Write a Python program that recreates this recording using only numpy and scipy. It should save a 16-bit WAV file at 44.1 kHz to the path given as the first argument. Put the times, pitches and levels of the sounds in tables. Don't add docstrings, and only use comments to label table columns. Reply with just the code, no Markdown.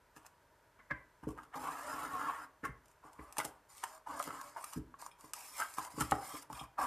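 import sys
import numpy as np
from scipy import signal
from scipy.fft import rfft, irfft
from scipy.io import wavfile

SR = 44100
rng = np.random.default_rng(int(sys.argv[2]) if len(sys.argv) > 2 else 0)


def to_wav(sig):
    pcm = np.clip(np.atleast_2d(sig), -1, 1) * 32767
    pcm = np.round(pcm).astype(np.int16)
    wavfile.write(sys.argv[1], SR, pcm.T)


N = 302526
TIME = np.arange(N) / SR

COARSE_DB, FINE_DB = -3.5, 0.5
SHEET_DB, BOX_DB = -0.47, -2
# hz, density_db
LARGE_CREASE_COLOUR = [(1000, -13.5), (2200, 6.5), (2800, -1.5), (3800, -4), (5200, 5), (6400, -12.5),
                       (7500, 2.5), (10000, -34)]
# hz, density_db
SMALL_CREASE_COLOUR = [(3000, -38), (5500, -9), (7000, -5), (9200, -1), (11000, -6), (14000, -7.5),
                       (16000, -34)]
# hz, density_db
HOLLOW_COLOUR = [(40, -7), (70, -2.5), (120, -16), (163, -2), (195, -30.5), (250, -3), (300, 3), (365, -24),
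                 (430, -8.5), (550, -8), (700, -37), (1500, -31)]


def peeling():
    grip_db = 1.34 * drift(130) + 3.0 * drift(35)
    sheet_gain, crease_gain, box_gain = pull_gain(axis=1), pull_gain(axis=2), pull_gain(axis=3)
    sheet = stretched_sheet() + singing()
    drum = sheet * sheet_gain * from_db(0.62 * grip_db + SHEET_DB)
    coarse = creases(LARGE_CREASE_COLOUR) * crease_gain * from_db(0.62 * grip_db + COARSE_DB)
    fine = creases(SMALL_CREASE_COLOUR) * crease_gain * from_db(0.5 * grip_db + FINE_DB)
    box_force = slips(per_s=900, spread_db=4.0) * box_gain * from_db(0.69 * grip_db + BOX_DB)
    bass_cut = signal.butter(1, 110, "high", fs=SR, output="sos")
    box = signal.sosfilt(bass_cut, colour(box_force, HOLLOW_COLOUR))
    return drum + coarse + fine + box


GRAB_S, LET_GO_S = 0.0042, 0.013
TUG_ARCH_DB, TUG_FIZZ_ARCH_DB = 2, 7.0
TUG_BOX_DB = -15.0
# time_s, sheet_db, creases_db, box_db
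PULL_CURVES = [
    [(1.55, -45.5, -70, -48.5), (1.624, -46.5, -58, -52), (1.642, -41, -57, -45), (1.824, -44, -56, -60),
     (1.878, -41, -52.5, -49.5), (2.13, -44, -60.5, -47), (2.294, -38.5, -59, -53),
     (2.448, -50.5, -64, -61), (2.47, -78, -106, -73)],
    [(4.07, -45.5, -65, -56.5), (4.13, -42.5, -59, -49.5), (4.172, -48.5, -59, -63), (4.194, -52, -55, -50),
     (4.2, -34.5, -51.5, -63), (4.25, -68, -55.5, -57), (4.28, -44, -60.5, -45.5),
     (4.428, -51.5, -56.5, -64), (4.55, -64.5, -66.5, -73)],
    [(5.35, -64, -58, -65), (5.366, -57, -54, -72), (5.524, -61, -54.5, -74), (5.55, -61, -51, -91),
     (5.602, -38, -46.5, -56), (5.648, -46.5, -52.5, -68), (5.7, -61.5, -57, -78), (5.762, -63, -56, -76),
     (5.77, -62, -54.5, -64)],
    [(6.17, -54, -62.5, -55), (6.264, -55, -55, -73), (6.322, -49, -54.5, -72), (6.342, -53.5, -58, -43),
     (6.356, -44, -52, -63), (6.374, -52, -50, -78), (6.414, -67, -64, -71), (6.426, -58, -54, -67),
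     (6.44, -62, -83, -78)],
]
# start_s, length_s, sheet_db, creases_db
SHORT_TUGS = [(2.849, 0.095, -76, -80), (3.036, 0.057, -55, -73.5), (3.113, 0.25, -61.5, -74),
              (3.499, 0.082, -66.5, -79), (3.693, 0.27, -67, -60.5), (3.871, 0.11, -60, -67),
              (4.571, 0.21, -59.5, -59), (4.99, 0.088, -58, -60), (5.188, 0.12, -66, -68),
              (5.789, 0.089, -47.5, -54), (5.905, 0.26, -56.5, -55.5), (6.501, .14, -53.5, -62),
              (6.786, 0.1, -35.5, -53)]


def pull_gain(axis):
    pulls = [np.array(pull) for pull in PULL_CURVES]
    arch = np.array([-0.5, 0.5, -0.5])
    for s, length, sheet_db, creases_db in SHORT_TUGS:
        times = s + length * np.array([0, 0.5, 1])
        sheet = sheet_db + TUG_ARCH_DB * arch
        folds = creases_db + TUG_FIZZ_ARCH_DB * arch
        pulls.append(np.transpose([times, sheet, folds, sheet + TUG_BOX_DB]))
    out = np.zeros(N)
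    for pull in pulls:
        outside = np.maximum((pull[0, 0] - TIME) / GRAB_S, (TIME - pull[-1, 0]) / LET_GO_S)
        near = outside < 10
        level = from_db(np.interp(TIME[near], pull[:, 0], pull[:, axis]))
        out[near] = np.maximum(out[near], level * np.exp(-np.maximum(outside[near], 0)))
    return out


SHEET_HZ = 1100
SLACK_HZ, TAUT_HZ, TIGHTEN_S = 975.6, 1201, 0.18


def tension():
    grips = np.sort([0] + [pull[0][0] for pull in PULL_CURVES] + [tug[0] for tug in SHORT_TUGS])
    held = TIME - grips[np.searchsorted(grips, TIME, "right") - 1]
    pitch_hz = TAUT_HZ + (SLACK_HZ - TAUT_HZ) * np.exp(-held / TIGHTEN_S)
    return pitch_hz / SHEET_HZ


# hz, density_db
SHEET_COLOUR = [(60, -56), (200, -42.5), (400, -16), (600, -16), (800, -1), (1030, 3.5), (1250, 4),
                (1450, -11.5), (1600, -4), (1950, -15), (2300, -22), (2750, -20.5), (3600, -30.5),
                (6000, -71)]


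def sheet_at(pitch_hz):
    return np.array(SHEET_COLOUR) * [pitch_hz / SHEET_HZ, 1]


# hz, level_db, t60_s
DRUM_MODES = [(568.2, -0.5, 0.15), (675.7, -2, 0.17), (855, -57, 0.17), (894, 0, 0.066), (1034, 6, 0.19),
              (1194, -3, 0.37), (1310, -15, 0.12), (1496, -7.5, 0.48), (1578, -31, 0.11)]


def stretched_sheet():
    drive = slips(per_s=2500, spread_db=1.0)
    modes = from_db(-8.0) * rms_one(ring(drive, DRUM_MODES))
    drum = rms_one(colour(drive, SHEET_COLOUR) + modes)
    return np.interp(np.cumsum(tension()) % N, np.arange(N), drum)


SING_S, SING_DB, SING_GLIDE = 0.14, -0.5, 0.069


def singing(count=70):
    out = np.zeros(N)
    pitch = tension() * (1 + 0.031 * drift(276))
    t = np.linspace(0, 1, int(SING_S * SR))
    for when, which, bend in rng.random((count, 3)):
        start = int(when * (N - len(t)))
        hz, db, t60 = DRUM_MODES[int(which * len(DRUM_MODES))]
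        bend_factor = 1 + SING_GLIDE * (2 * bend - 1) * t
        note_hz = hz * pitch[start:start + len(t)] * bend_factor
        wave = np.sin(2 * np.pi * np.cumsum(note_hz) / SR)
        add(out, start / SR, from_db(db + SING_DB) * np.hanning(len(t)) * wave)
    return out


def creases(spectrum, wander=0.054):
    tiny = from_db(-4.0) * slips(per_s=11000, spread_db=5.5)
    ticks = from_db(-10.5) * slips(per_s=320, spread_db=5.0)
    speed = 1 + wander * drift(13)
    return glide(colour(tiny + ticks, spectrum), speed)


SNAP_SWELL_S, SNAP_DECAY_S = 0.0004, 0.0014
# start_s, peak_db, sheet_jolt_db
CREASE_SNAPS = [(0.2632, -42.5, -64), (2.8565, -52.5, -84), (2.8815, -54.5, -83), (2.9134, -55, -65),
                (3.1306, -50.5, -64), (3.3242, -39.5, -38), (3.3679, -38, -29), (3.382, -21, -29),
                (3.4491, -27, -29), (3.7796, -42, -54), (3.8373, -28, -16), (4.1937, -33.5, -42),
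                (4.2253, -30.5, -40), (4.2388, -34, -45), (4.2744, -43, -34), (4.4121, -36.5, -37),
                (4.6417, -32, -50), (4.7333, -35, -54), (5.0152, -41, -63), (5.0621, -37.5, -36),
                (5.2081, -45, -50), (5.334, -25.5, -31.5), (5.7382, -38, -56), (5.7845, -41, -48),
                (5.8482, -36.5, -37), (5.9999, -28.5, -34), (6.006, -25.5, -35), (6.11, -26, -33),
                (6.5275, -39, -35.5)]
# hz, density_db
SNAP_COLOUR = [(1000, -60), (2200, -3), (2700, 2.5), (3800, -4.5), (5200, 1.5), (7000, 3), (9200, 6),
               (11000, 2.5), (14000, -2.5), (16000, -11.5)]


def snaps():
    s, peak_db, sheet_db = np.transpose(CREASE_SNAPS)
    swell, decay = np.full(len(s), SNAP_SWELL_S), np.full(len(s), SNAP_DECAY_S)
    crest = s + 0.0013
    crack_flutter = rng.standard_normal(N) * bursts(crest, peak_db - 14.0, swell, decay)
    crack = blows(zip(crest, peak_db + 10.0)) + crack_flutter
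    jolt_flutter = rng.standard_normal(N) * bursts(crest, sheet_db - 4.0, swell, decay)
    jolt = blows(zip(crest, sheet_db + 0.5)) + jolt_flutter
    return colour(crack, SNAP_COLOUR) + colour(jolt, SHEET_COLOUR)


# start_s, peak_db, pitch_hz
SHEET_PLUCKS = [(1.388, -33, 1244), (1.671, -27, 1020), (2.214, -23, 1223), (2.297, -21.5, 1033),
                (3.386, -24, 852), (3.836, -28, 930), (4.071, -30.5, 922), (4.2, -22.5, 1236),
                (4.306, -28, 1180), (4.563, -30, 930), (4.64, -30.5, 1217), (4.941, -36.5, 1116),
                (5.024, -32.5, 947), (5.243, -41, 1015), (5.621, -22, 1568), (5.784, -28.5, 1026),
                (5.985, -27.5, 1110), (6.013, -21, 1150), (6.12, -14, 796), (6.501, -30, 880.5),
                (6.612, -33.5, 803)]


def plucks(size=2048):
    out, t = np.zeros(N), TIME[:size]
    envelope = np.exp(-t / 0.0064) * (1 - np.exp(-t / 0.00012))
    for s, db, hz in SHEET_PLUCKS:
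        slap = from_db(3.5) * colour(signal.unit_impulse(size), sheet_at(hz))
        tone = from_db(-7.0) * np.cos(2 * np.pi * hz * t) * envelope
        add(out, s, from_db(db) * (slap + tone))
    return out


CRUMPLE_SWELL_S = 0.0072
# peak_s, peak_db, fizz_db, pitch_hz, decay_s
FOLD_CRUMPLES = [(0.164, -47, -58, 1110, 0.029), (0.26, -40.5, -56.5, 1000, 0.0043),
                 (1.235, -47.5, -69, 1040, 0.02), (1.283, -43.5, -55, 980, 0.027),
                 (1.378, -42.5, -65, 1070, 0.021), (1.436, -50, -61.5, 1190, .01),
                 (1.542, -38, -65, 1130, .01), (1.674, -37, -62, 1010, 0.022),
                 (2.652, -33.5, -46, 1145, 0.011), (3.385, -29.5, -36, 955, 0.013),
                 (3.401, -27, -54, 1320, 0.0087), (3.45, -33.5, -39.5, 740, 0.014),
                 (3.839, -33.5, -49, 1160, 0.0066), (4.568, -33, -53.5, 973, 0.025),
                 (4.734, -35.5, -42.5, 1095, 0.0031), (5.786, -29, -39, 1100, .006),
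                 (6.011, -18, -28.5, 1130, 0.0094)]


def crumples(size=8192):
    folds, out = slips(per_s=4900, spread_db=7.0), np.zeros(N)
    s, peak_db, fizz_db, pitch_hz, decay = np.transpose(FOLD_CRUMPLES)
    swell = np.full(len(s), CRUMPLE_SWELL_S)
    for k, start in enumerate(s - 0.05):
        drive = folds * bursts([s[k]], [peak_db[k] - 5.5], [swell[k]], [decay[k]])
        add(out, start, colour(drive[int(start * SR):][:size], sheet_at(pitch_hz[k])))
    fizz = folds * bursts(s, fizz_db - 5.0, swell, decay)
    return out + colour(fizz, SNAP_COLOUR)


# peak_s, level_db, swell_s, decay_s
FILM_SQUEAKS = [(5.115, -54, 0.0013, 0.0086), (5.61, -58, 0.04, 0.047), (6.02, -58, 0.01, 0.06),
                (6.35, -55, 0.042, 0.022), (6.553, -52, 0.0066, 0.0057), (6.595, -46.5, 0.0019, 0.016),
                (6.616, -66, 0.0057, 0.0061)]
# hz, level_db, t60_s
SQUEAK_RESONANCES = [(2432, 5.5, 0.042), (3250, 6.5, 0.058), (3700, -1, 0.021), (5230, -6.5, 0.09),
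                     (6840, -7, .015), (9060, 8.5, 0.012)]


def squeaks():
    friction = rng.standard_normal(N) * from_db(2.7 * drift(119.56))
    return rms_one(ring(friction, SQUEAK_RESONANCES)) * bursts(*np.transpose(FILM_SQUEAKS))


# start_s, peak_db, counter_boom_db, contact_s (limited to 0.0004-0.01 s)
SOFT_BUMPS = [(0.164, -52.5, -74, 0.001), (0.911, -32, -51, 0.0039), (1.229, -40.5, -53, 0.0031),
              (1.27, -28.5, -47, 0.0011), (2.633, -39, -60, 0.00041), (2.687, -30.5, -50, 0.0058),
              (3.047, -54, -81, 0.00048), (3.191, -45, -53.5, 0.0003), (3.382, -40.5, -69, .001),
              (3.448, -43, -63, 0.0005), (4.274, -43.5, -78, 0.00068), (4.76, -29, -59, 0.0038),
              (4.772, -26, -44.5, 0.0032), (5.239, -51, -86, 0.00071), (5.781, -43.5, -67, 0.0011),
              (5.939, -44, -76, 0.0034), (5.977, -33, -50, 0.0015), (6.007, -23, -43, 0.0037),
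              (6.113, -33, -44, 0.0036), (6.122, -30, -44, 0.00047), (6.499, -44.5, -72, 0.0024),
              (6.522, -38.5, -54, 0.0044), (6.61, -36.5, -55, 0.0045), (6.789, -45, -56, 0.0015)]
# hz, level_db, t60_s
TUB_MODES = [(116.8, -9.5, 0.27), (150.7, 3.5, 0.075), (256, -4, 0.12), (282.3, -8.5, 0.18),
             (311.5, -5, 0.19), (412.5, -1, 0.087), (450, -11, 0.26)]
# hz, level_db, t60_s
COUNTER_MODES = [(51.8, -5, 0.49), (68, 6.5, 0.23), (84.5, -44, 0.044)]


def bumps():
    push = np.zeros(N)
    for s, db, boom_db, contact in SOFT_BUMPS:
        t = TIME[:SR // 50] / np.clip(contact, 0.0004, 0.01)
        pulse = np.sin(np.pi * np.minimum(t, 1)) ** 2
        add(push, s, from_db(db) * pulse / pulse.sum())
    boom = ring(blows([(s, boom_db) for s, db, boom_db, contact in SOFT_BUMPS]), COUNTER_MODES)
    tub = from_db(-5.0) * ring(push, TUB_MODES)
    hollow = from_db(22.5) * colour(push, HOLLOW_COLOUR)
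    return tub + hollow + from_db(1.0) * boom


# start_s, peak_db, swell_s, decay_s
RIM_TAPS = [(0.795, -52.5, 0.0082, 0.011), (0.9096, -29.5, 0.0035, 0.0066), (2.6408, -36.5, 0.004, 0.021),
            (3.1928, -48, 0.0047, 0.0041)]
# hz, level_db, t60_s
RIM_MODES = [(1003, -3.5, 0.21), (1010, -22, 0.33), (1180, -10, 0.067), (1400, -33, 0.19),
             (1620, -9, 0.087), (1570, -12, 0.35), (1980, -12, 0.33), (1990, -14, 0.34), (2090, -6, 0.13),
             (2340, -15.5, 0.19)]
# hz, density_db
RIM_CONTACT_COLOUR = [(150, -11.5), (500, -8.5), (800, -16.5), (1100, 1), (1350, -10), (1650, -0.5),
                      (2100, -7.5), (2450, -23), (4500, -38), (12000, -52.5)]


def rim_taps():
    s, peak_db, swell, decay = np.transpose(RIM_TAPS)
    envelope = bursts(s + 0.0015, peak_db, np.maximum(swell, 0.0005), np.maximum(decay, 0.001))
    chatter = colour(rng.standard_normal(N) * envelope, RIM_CONTACT_COLOUR)
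    return from_db(-0.5) * chatter + from_db(-9.5) * ring(blows(RIM_TAPS), RIM_MODES)


# start_s, peak_db
BOX_KNOCKS = [(6.121, -27)]
# hz, level_db, t60_s
BOX_MODES = [(803, -4, 0.041), (748, -3, 0.086), (1240, 8, 0.014), (1917, -22.5, 0.15)]


def box_knocks():
    return from_db(5.5) * ring(blows(BOX_KNOCKS), BOX_MODES)


# hz, t60_s, echo_db
KITCHEN_DECAY = [(152, 0.47, -13), (490, 0.38, -5.5), (1110, 0.41, -11.5), (2150, 0.31, -7),
                 (4870, 0.17, -12), (12000, 0.17, -11)]


def kitchen(x):
    response = 0
    for low in 110 * 2.0 ** np.arange(8):
        band = signal.butter(2, [low, min(2 * low, 0.45 * SR)], "band", fs=SR, output="sos")
        hz = low * np.sqrt(2)
        level = from_db(at_hz(KITCHEN_DECAY, hz, axis=2))
        tail = echoes(at_hz(KITCHEN_DECAY, hz), onset=0.011) * level
        response = response + signal.sosfilt(band, tail)
    bright = signal.sosfilt(signal.butter(2, 1300, "high", fs=SR, output="sos"), x)
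    return x + through(x, response) + from_db(-0.5) * scatter(bright, t60=0.032)


def scatter(x, t60, count=5):
    shares = np.array([drift(30) for _ in range(count)])
    shares /= np.linalg.norm(shares, axis=0)
    return sum(through(x * share, echoes(t60, onset=0.00024)[:SR // 10]) for share in shares)


def echoes(t60, onset):
    t = TIME[:SR // 2]
    tail = rng.standard_normal(len(t)) * from_db(-60 * t / t60) * (1 - np.exp(-t / onset))
    return tail / np.linalg.norm(tail)


AIR_DB = -69
# hz, density_db
AIR_COLOUR = [(15, -54), (25, -2), (147, -9.5), (225, -16.5), (425, -10), (539, -12), (616, -6), (722, -16),
              (846, -11.5), (966, -3), (1070, -15), (1470, -11), (2570, -23), (3830, -27), (14000, -31.5)]


def air():
    return from_db(AIR_DB) * colour(rng.standard_normal(N), AIR_COLOUR)


def slips(per_s, spread_db):
    sizes = from_db(spread_db * np.minimum(rng.exponential(1, N), 4))
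    signs = rng.choice([-1, 1], N)
    return rms_one(sizes * signs * (rng.random(N) < per_s / SR))


def blows(rows):
    out = np.zeros(N)
    for s, db, *rest in rows:
        out[int(s * SR)] += from_db(db)
    return out


def bursts(times, levels_db, swells, decays):
    out = np.zeros(N)
    for s, db, swell, decay in zip(times, levels_db, swells, decays):
        near = slice(max(int((s - 10 * swell) * SR), 0), int((s + 10 * decay) * SR))
        t = TIME[near] - s
        out[near] += from_db(db) * np.exp(np.minimum(t / swell, -t / decay))
    return out


def ring(drive, modes):
    out = np.zeros(N)
    for k, (hz, db, t60) in enumerate(modes):
        r = from_db(-60 / (t60 * SR))
        w = 2 * np.pi * hz / SR
        resonance = signal.lfilter([0, np.sin(w)], [1, -2 * r * np.cos(w), r * r], drive + 1e-18)
        out += (-1) ** k * from_db(db) * resonance
    return out


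def colour(x, spectrum, size=8192):
    hz = np.arange(size // 2 + 1) * SR / size
    cepstrum = irfft(np.log(from_db(at_hz(spectrum, hz))))
    cepstrum[1:size // 2] *= 2
    cepstrum[size // 2 + 1:] = 0
    response = irfft(np.exp(rfft(cepstrum)))
    return through(x, response / np.linalg.norm(response))


def through(x, response):
    return signal.fftconvolve(x, response)[:len(x)]


def glide(x, speed, order=4):
    fine = signal.resample_poly(x, order, 1)
    return np.interp(order * (np.cumsum(speed) % N), np.arange(len(fine)), fine)


def drift(rate):
    knots = rng.standard_normal(N)
    return np.interp(TIME * rate, np.arange(N), knots)


def add(out, s, sound):
    start = int(s * SR)
    out[start:start + len(sound)] += sound[:N - start]


def at_hz(points, hz, axis=1):
    points = np.array(points)
    return np.interp(np.log(hz + 1e-3), np.log(points[:, 0]), points[:, axis])


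def from_db(db):
    return 10 ** (np.asarray(db) / 20)


def rms_one(x):
    return x / np.sqrt(np.mean(x ** 2) + 1e-20)


def scene():
    film = peeling() + snaps() + plucks() + crumples() + squeaks()
    hands = bumps() + rim_taps() + box_knocks()
    mid = from_db(-2.5) * kitchen(film + hands) + air()
    treble = signal.sosfilt(signal.butter(6, 5000, "high", fs=SR, output="sos"), mid)
    side = from_db(-9.0) * scatter(treble, t60=0.0088, count=6)
    return np.array([mid + side, mid - side])


CUTOFF_HZ = 14350


def record(dry):
    thin = signal.sosfilt(signal.butter(4, 36, "high", fs=SR, output="sos"), dry)
    top_cut = signal.ellip(10, 0.2, 70, CUTOFF_HZ, fs=SR, output="sos")
    return signal.sosfilt(top_cut, thin)


dry = scene()
out = record(dry)
to_wav(out)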